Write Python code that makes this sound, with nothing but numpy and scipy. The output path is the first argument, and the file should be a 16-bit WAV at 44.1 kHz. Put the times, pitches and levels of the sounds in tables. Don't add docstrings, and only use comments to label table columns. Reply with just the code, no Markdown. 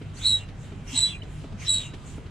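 import sys
import numpy as np
from scipy import signal
from scipy.io import wavfile
from scipy.ndimage import uniform_filter1d

SR = 44100
rng = np.random.default_rng(int(sys.argv[2]) if len(sys.argv) > 2 else 0)


def to_linear_factor(level_db):
    exponent = np.asarray(level_db, float) / 20
    return 10 ** exponent


def store_pcm(level_fs):
    pcm = np.round(np.clip(level_fs, -1, 1) * 32767).astype(np.int16)
    wavfile.write(sys.argv[1], SR, np.atleast_2d(pcm).T)


N = 101429
T = np.arange(N) / SR


def rms_one(x):
    return x / np.sqrt(np.mean(np.abs(x) ** 2) + 1e-20)


def in_time(rows):
    s, *columns = np.transpose(rows)
    return [np.interp(T, s, column) for column in columns]


def span(rows):
    edge_s = 0.012
    nearest_end = np.minimum(T - rows[0][0], rows[-1][0] - T)
    return np.clip(nearest_end / edge_s + 0.5, 0, 1)


def at_hz(points, hz):
    f, value = np.transpose(points)
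    return np.interp(np.log(hz), np.log(f), value)


def drift(corner_hz):
    hop = 40
    r = np.exp(-2 * np.pi * corner_hz * hop / SR)
    noise = rng.standard_normal(N // hop + 2002)
    slow = signal.lfilter([1], [1, -2 * r, r * r], noise)[2000:]
    return np.interp(np.arange(N) / hop, np.arange(len(slow)), rms_one(slow))


def complex_noise(channels):
    return rng.standard_normal((channels, N)) + 1j * rng.standard_normal((channels, N))


def low_pass(x, hz):
    return signal.sosfilt(signal.butter(2, hz, fs=SR, output="sos"), x)


def blur(share, hz, channels):
    noise = rms_one(low_pass(complex_noise(channels), hz))
    return (1 + share * noise) / np.sqrt(1 + share ** 2)


def banded_noise(spectrum, patchy_db):
    # f/Hz, likeness (1 = identical)
    likeness = [(25, 0.66), (60, 0.86), (150, 1), (360, 0.96), (890, 0.32), (2180, 0.7), (5360, 0.41),
                (13200, 0.056)]
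    # f/Hz, left minus right/dB
    lean_table = [(230, -1), (890, -1.2), (13200, -.5)]
    edges = 20 * 2 ** np.arange(0, 9.7, 1 / 3)
    white = rng.standard_normal((2, 2, N))
    out = 0
    for k, (low, high) in enumerate(zip(edges, edges[1:])):
        hz = np.sqrt(low * high)
        if hz <= spectrum[0][0]:
            continue
        band_filter = signal.butter(2, [low, high], "band", fs=SR, output="sos")
        mid, side = signal.sosfilt(band_filter, white[k % 2])
        alike = at_hz(likeness, hz)
        lean = to_linear_factor(at_hz(lean_table, hz) / 2 * np.array([[1], [-1]]))
        gain = to_linear_factor(at_hz(spectrum, hz) + patchy_db * drift(4.8))
        stereo = np.sqrt(1 + alike) * mid + np.sqrt(1 - alike) * side * [[1], [-1]]
        out = out + gain * lean * stereo
    return rms_one(out)


def tone(hz, db, waver_db):
    waver_hz = 6.87
    turns = np.cumsum(hz + waver_hz * drift(63.6)) / SR + rng.random()
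    return np.sqrt(2) * to_linear_factor(db + waver_db * drift(31.0)) * np.exp(2j * np.pi * turns)


def harbour():
    # f/Hz, relative level per Hz/dB
    spectrum = [(12, -39), (20, -1.5), (80, -0.5), (109, -3.5), (168, -7), (290, -15.5), (515, -22),
                (3120, -32.5), (5100, -43), (7680, -42.5), (10100, -52), (13600, -94)]
    return to_linear_factor(-39.5) * banded_noise(spectrum, patchy_db=1.8)


def hum():
    # f/Hz, peak level of the steady part/dB, corner of the wander/Hz
    lines = [(100.3, -42.5, 7.8), (151.8, -46, 5.9)]
    lead = 0.15j * np.array([[1], [-1]])
    out = 0
    for hz, db, width in lines:
        waver = 1 + 0.5 * (drift(width) + 1j * drift(width))
        phase = 2j * np.pi * (hz * T + rng.random()) + lead
        out = out + to_linear_factor(db) * np.real(waver * np.exp(phase))
    return out


def deck(x):
    # delay on the left/s, level/dB
    echoes = [(.0043, -22), (0.019, -20)]
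    out = x.copy()
    for s, db in echoes:
        for side, stretch in enumerate([1, 1.17]):
            lag = int(s * stretch * SR)
            out[side, lag:] += to_linear_factor(db) * x[side, :-lag]
    return out


def thumps():
    # t/s, level before attack and decay/dB, f/Hz
    hits = [(.928, -21.5, 259.3), (1.534, -21.5, 195)]
    attack_s, t60_s = 0.0094, 0.09
    out = 0
    for s, db, hz in hits:
        age = np.maximum(T - s, 0)
        envelope = to_linear_factor(db - 60 * age / t60_s) * np.tanh(age / attack_s) ** 2
        out = out + envelope * np.sin(2 * np.pi * hz * age)
    return out


def knocks():
    # t/s, thud level/dB, puff level/dB
    hits = [(0.014, -33.5, -42), (0.483, -57, -40), (0.719, -33.5, -45), (0.798, -42, -55),
            (1.227, -39.5, -39), (1.441, -31, -45), (1.519, -41, -45), (1.935, -35.5, -34),
            (2.18, -32, -49), (2.258, -70.5, -44.5)]
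    # f/Hz, relative level/dB, t60/s
    body = [(187, -1, 0.025), (276, 3.5, 0.044), (410, -3, 0.06), (660, -7.5, 0.038), (843, -9, 0.025),
            (1350, -13, 0.029), (2320, -12, 0.014)]
    # f/Hz, relative level per Hz/dB
    puff_spectrum = [(300, 15), (800, 1), (1500, -1.5), (3000, 2.5), (5000, -8), (9000, -19), (14000, -49)]
    thud_attack_s, puff_attack_s, puff_t60_s = 0.0018, 0.0078, 0.081
    mode_offsets_db = rng.normal(0, 1.5, (len(hits), len(body)))
    thud, puff = 0, 0
    for (s, thud_db, puff_db), offsets in zip(hits, mode_offsets_db):
        age = np.maximum(T - s, 0)
        attack = np.tanh(age / thud_attack_s)
        for (hz, mode_db, t60), offset_db in zip(body, offsets):
            decay = to_linear_factor(thud_db + mode_db + offset_db - 60 * age / t60)
            thud = thud + decay * attack * np.sin(2 * np.pi * hz * age)
        puff = puff + to_linear_factor(puff_db - 60 * age / puff_t60_s) * np.tanh(age / puff_attack_s)
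    return thud + puff * banded_noise(puff_spectrum, patchy_db=1.0)


def intake_air():
    # loudest t/s, half length/s, level/dB
    pulls = [(0.657, 0.059, -55), (1.38, 0.092, -53), (2.104, 0.076, -53)]
    # f/Hz, relative level per Hz/dB
    spectrum = [(1200, -7), (2000, -6), (3100, 0), (5500, -13), (8000, -0.5), (10000, -17.5), (13600, -26)]
    swell = sum(to_linear_factor(db) * np.exp(-((T - s) / half) ** 2) for s, half, db in pulls)
    return swell * banded_noise(spectrum, patchy_db=4.5)


def jet_hiss():
    # t/s, level before the common boost/dB
    flow = [
        [(.12, -86), (.15, -62.5), (.18, -55.5), (.245, -48), (.28, -50.5), (.39, -56.5), (.47, -89)],
        [(.83, -90), (.86, -61.5), (.895, -50), (.96, -44.5), (1.09, -53), (1.16, -64), (1.21, -80)],
        [(1.56, -80), (1.59, -62.5), (1.62, -49), (1.675, -48.5), (1.72, -53.5), (1.82, -51), (1.88, -63.5),
         (1.92, -73)],
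    ]
    # f/Hz, relative level per Hz/dB
    spectrum = [(410, -36), (700, -9.5), (1080, -3), (1390, -7.5), (2810, 2), (3790, -5), (4680, -11.5),
                (5230, -17.5), (6310, 4.5), (13600, -32)]
    boost_db = 6.5
    level = sum(span(rows) * to_linear_factor(in_time(rows)[0] + boost_db) for rows in flow)
    return level * banded_noise(spectrum, patchy_db=3.5)


def eddies():
    # t/s, f/Hz, relative level/dB
    eddy_curve = [(.15, 2258, -90), (.2, 2993, -59), (.25, 3980, -48), (.33, 3957, -52), (.39, 3370, -50),
                  (.43, 2707, -52.5), (.47, 2286, -74), (.85, 2400, -88), (.89, 2828, -66),
                  (.97, 4028, -37), (1.03, 3910, -52), (1.1, 3300, -42), (1.15, 2573, -56),
                  (1.2, 2318, -68), (1.58, 2204, -73), (1.63, 2792, -56.5), (1.69, 3800, -41),
                  (1.78, 3785, -44.5), (1.83, 3203, -43.5), (1.88, 2676, -55.5), (1.93, 2390, -73)]
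    band_width_hz, boost_db = 760, 3.5
    hz, db = in_time(eddy_curve)
    noise = complex_noise(2)
    mostly_shared = noise + 3.7 * noise[0]
    band = rms_one(low_pass(mostly_shared, band_width_hz / 2))
    return to_linear_factor(db + boost_db) * band * np.exp(2j * np.pi * np.cumsum(hz) / SR)


def chirps():
    # loudest t/s, half length/s, f at the loudest/Hz, rise/Hz per s, level/dB
    glides = [(0.182, 0.016, 4520, 12000, -51), (.215, 0.062, 6240, 2180, -52.5),
              (0.886, .014, 5950, 24000, -48.5), (1.63, 0.042, 6430, 7910, -51),
              (1.665, 0.017, 5690, 10860, -45), (1.754, .022, 4130, 9000, -46)]
    out = 0
    for s, half, hz, rise, db in glides:
        pitch = hz + rise * np.clip(T - s, -2 * half, 2 * half)
        glide = np.real(tone(pitch, db, 0) * blur(2.5, 260, channels=2))
        out = out + glide * np.exp(-((T - s) / half) ** 4)
    return out


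def hose_tones():
    # t/s, f/Hz, level/dB
    low_whistle = [
        [(.22, 3924, -52), (.24, 3897, -33.5), (.256, 3873, -19.5), (.28, 3880, -28.5), (.31, 3860, -22.5),
         (.345, 3864, -18), (.37, 3868, -24), (.39, 3860, -37), (.41, 3845, -67.5)],
        [(.945, 3878, -50), (.965, 3878, -29.5), (.981, 3872, -30), (1.0, 3860, -40), (1.03, 3860, -35),
         (1.05, 3862, -50)],
        [(1.67, 3892, -50), (1.686, 3884, -24.5), (1.7, 3881, -22), (1.74, 3875, -23.5), (1.785, 3860, -28.5),
         (1.805, 3864, -37), (1.86, 3880, -57.5), (1.95, 3890, -60)],
    ]
    high_whistle = [
        [(.245, 3995, -44), (.262, 3994, -24), (.3, 3963, -26.5), (.335, 3965, -30.5), (.365, 3925, -41),
         (.39, 3960, -58), (.5, 3970, -68.5)],
        [(.93, 3988, -55), (.966, 3959, -32), (.985, 3957, -25.5), (1.008, 3950, -32.5), (1.035, 3970, -20),
         (1.06, 3950, -22.5), (1.085, 3934, -34.5), (1.11, 3956, -44), (1.14, 3963, -56.5), (1.29, 4000, -73)],
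        [(1.66, 3960, -48), (1.682, 3971, -28.5), (1.703, 3980, -24), (1.72, 3963, -43), (1.74, 3994, -42),
         (1.77, 3955, -33.5), (1.79, 3947, -36), (1.81, 4040, -56)],
    ]
    # start t/s, loudest t/s, t whose distance from the loudest sets the fall/s,
    # f at the loudest/Hz, level at the loudest/dB
    brief_notes = [(1.643, 1.665, 1.69, 5320, -48), (0.867, .885, 1.05, 2790, -49),
                   (1.2197, 1.223, 1.229, 2960, -41.5), (0.199, 0.224, 0.25, 3410, -41.5),
                   (0.204, 0.257, 0.39, 3664, -40.5), (0.226, 0.252, 0.38, 4200, -39),
                   (0.239, .262, 0.33, 4284, -27), (0.388, 0.418, 0.47, 2780, -48.5),
                   (0.899, .94, 1.1, 3270, -47.5), (0.951, 1.0, 1.097, 3615, -41),
                   (0.943, .972, 1.055, 4190, -34.5), (0.946, .98, 1.104, 4310, -41.5),
                   (0.945, .972, 1.07, 3807, -34), (1.042, 1.09, 1.138, 3340, -37),
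                   (1.059, 1.1, 1.14, 3510, -41), (1.09, 1.14, 1.17, 2780, -42.5),
                   (1.101, 1.14, 1.17, 2670, -44), (1.13, 1.16, 1.181, 2440, -43),
                   (1.618, 1.633, 1.87, 2890, -62), (1.66, 1.7, 1.68, 3670, -38.5),
                   (1.67, 1.74, 1.83, 4400, -47), (1.712, 1.775, 1.86, 3766, -37),
                   (1.83, 1.862, 1.9, 2720, -52), (1.834, 1.859, 1.905, 2830, -46.5), ]
    # lowest f/Hz, highest f/Hz
    breeding_range = (3600, 4800)
    rise_db, fall_db, sag_hz_per_s = 14, 14, 150
    port_spread = 0.72
    breeding, plain = 0, 0
    for rows in low_whistle + high_whistle:
        breeding = breeding + span(rows) * tone(*in_time(rows), 1.53)
    for start, top, fall_mark, hz, db in brief_notes:
        rise = rise_db * ((T - top) / (top - start)) ** 2
        fall = fall_db * ((T - top) / (fall_mark - top)) ** 2
        below_peak_db = np.minimum(np.where(T < top, rise, fall), 200)
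        note = tone(hz - sag_hz_per_s * (T - top), db - below_peak_db, 0)
        note = note * blur(0.85, 60, channels=1)
        note = note * np.exp(1j * port_spread * rng.standard_normal((2, 1)))
        if breeding_range[0] < hz < breeding_range[1]:
            breeding = breeding + note
        else:
            plain = plain + note
    return breeding, plain


def whistle(breath):
    # t/s, relative octave level/dB, relative twelfth level/dB
    overtones = [
        [(0.22, -45.5, -71), (0.286, -23, -56), (0.334, -32, -55), (0.45, -60.5, -99)],
        [(0.93, -45, -84), (0.988, -18.5, -50), (1.032, -26, -53.5), (1.2, -66.5, -106)],
        [(1.66, -54, -75), (1.692, -23, -56.5), (1.732, -20.5, -51), (1.88, -56.5, -85)],
    ]
    # noise share, low-pass corner/Hz
    fuzz = [(.35, 238), (1.0, 500)]
    # left minus right/dB, left lead/rad; for whistle, octave and twelfth
    places = [(-2, 0.3, -1.3, 1.48, 0, 1), (-1.5, 0.76, -1.3, 1.17, 0.019, 1.2),
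              (-1, 0.37, -0.69, 1.29, 0, 1.1)]
    push_borders = [.65, 1.4]
    breath_share, squeeze = 0.22, 0.36
    breeding, plain = hose_tones()
    rough = breeding + breath_share * breath
    local_power = uniform_filter1d(np.abs(rough) ** 2, size=1300)
    even = rough / np.sqrt(local_power + 1e-9)
    even = even / (np.abs(even) + 1e-6) ** squeeze
    octave_level = sum(span(rows) * to_linear_factor(in_time(rows)[0]) for rows in overtones)
    twelfth_level = sum(span(rows) * to_linear_factor(in_time(rows)[1]) for rows in overtones)
    octave = octave_level * even ** 2 * blur(*fuzz[0], channels=2)
    twelfth = twelfth_level * even ** 3 * blur(*fuzz[1], channels=2)
    place = np.array(places)[np.searchsorted(push_borders, T)].T
    sides = np.array([[0.5], [-0.5]])
    out = 0
    for k, part in enumerate([breeding + plain, octave, twelfth]):
        balance = to_linear_factor(sides * place[2 * k])
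        lead = np.exp(1j * sides * place[2 * k + 1])
        out = out + np.real(part * balance * lead)
    return out


def scene():
    background = harbour() + hum()
    breath = eddies()
    on_deck = deck(np.real(breath) + knocks() + thumps())
    moving_air = intake_air() + jet_hiss() + chirps()
    return background + on_deck + moving_air + whistle(breath)


def roll_off(x):
    return signal.sosfilt(signal.butter(12, 13770, fs=SR, output="sos"), x)


def record(dry):
    return roll_off(dry)


dry = scene()
out = record(dry)
store_pcm(out)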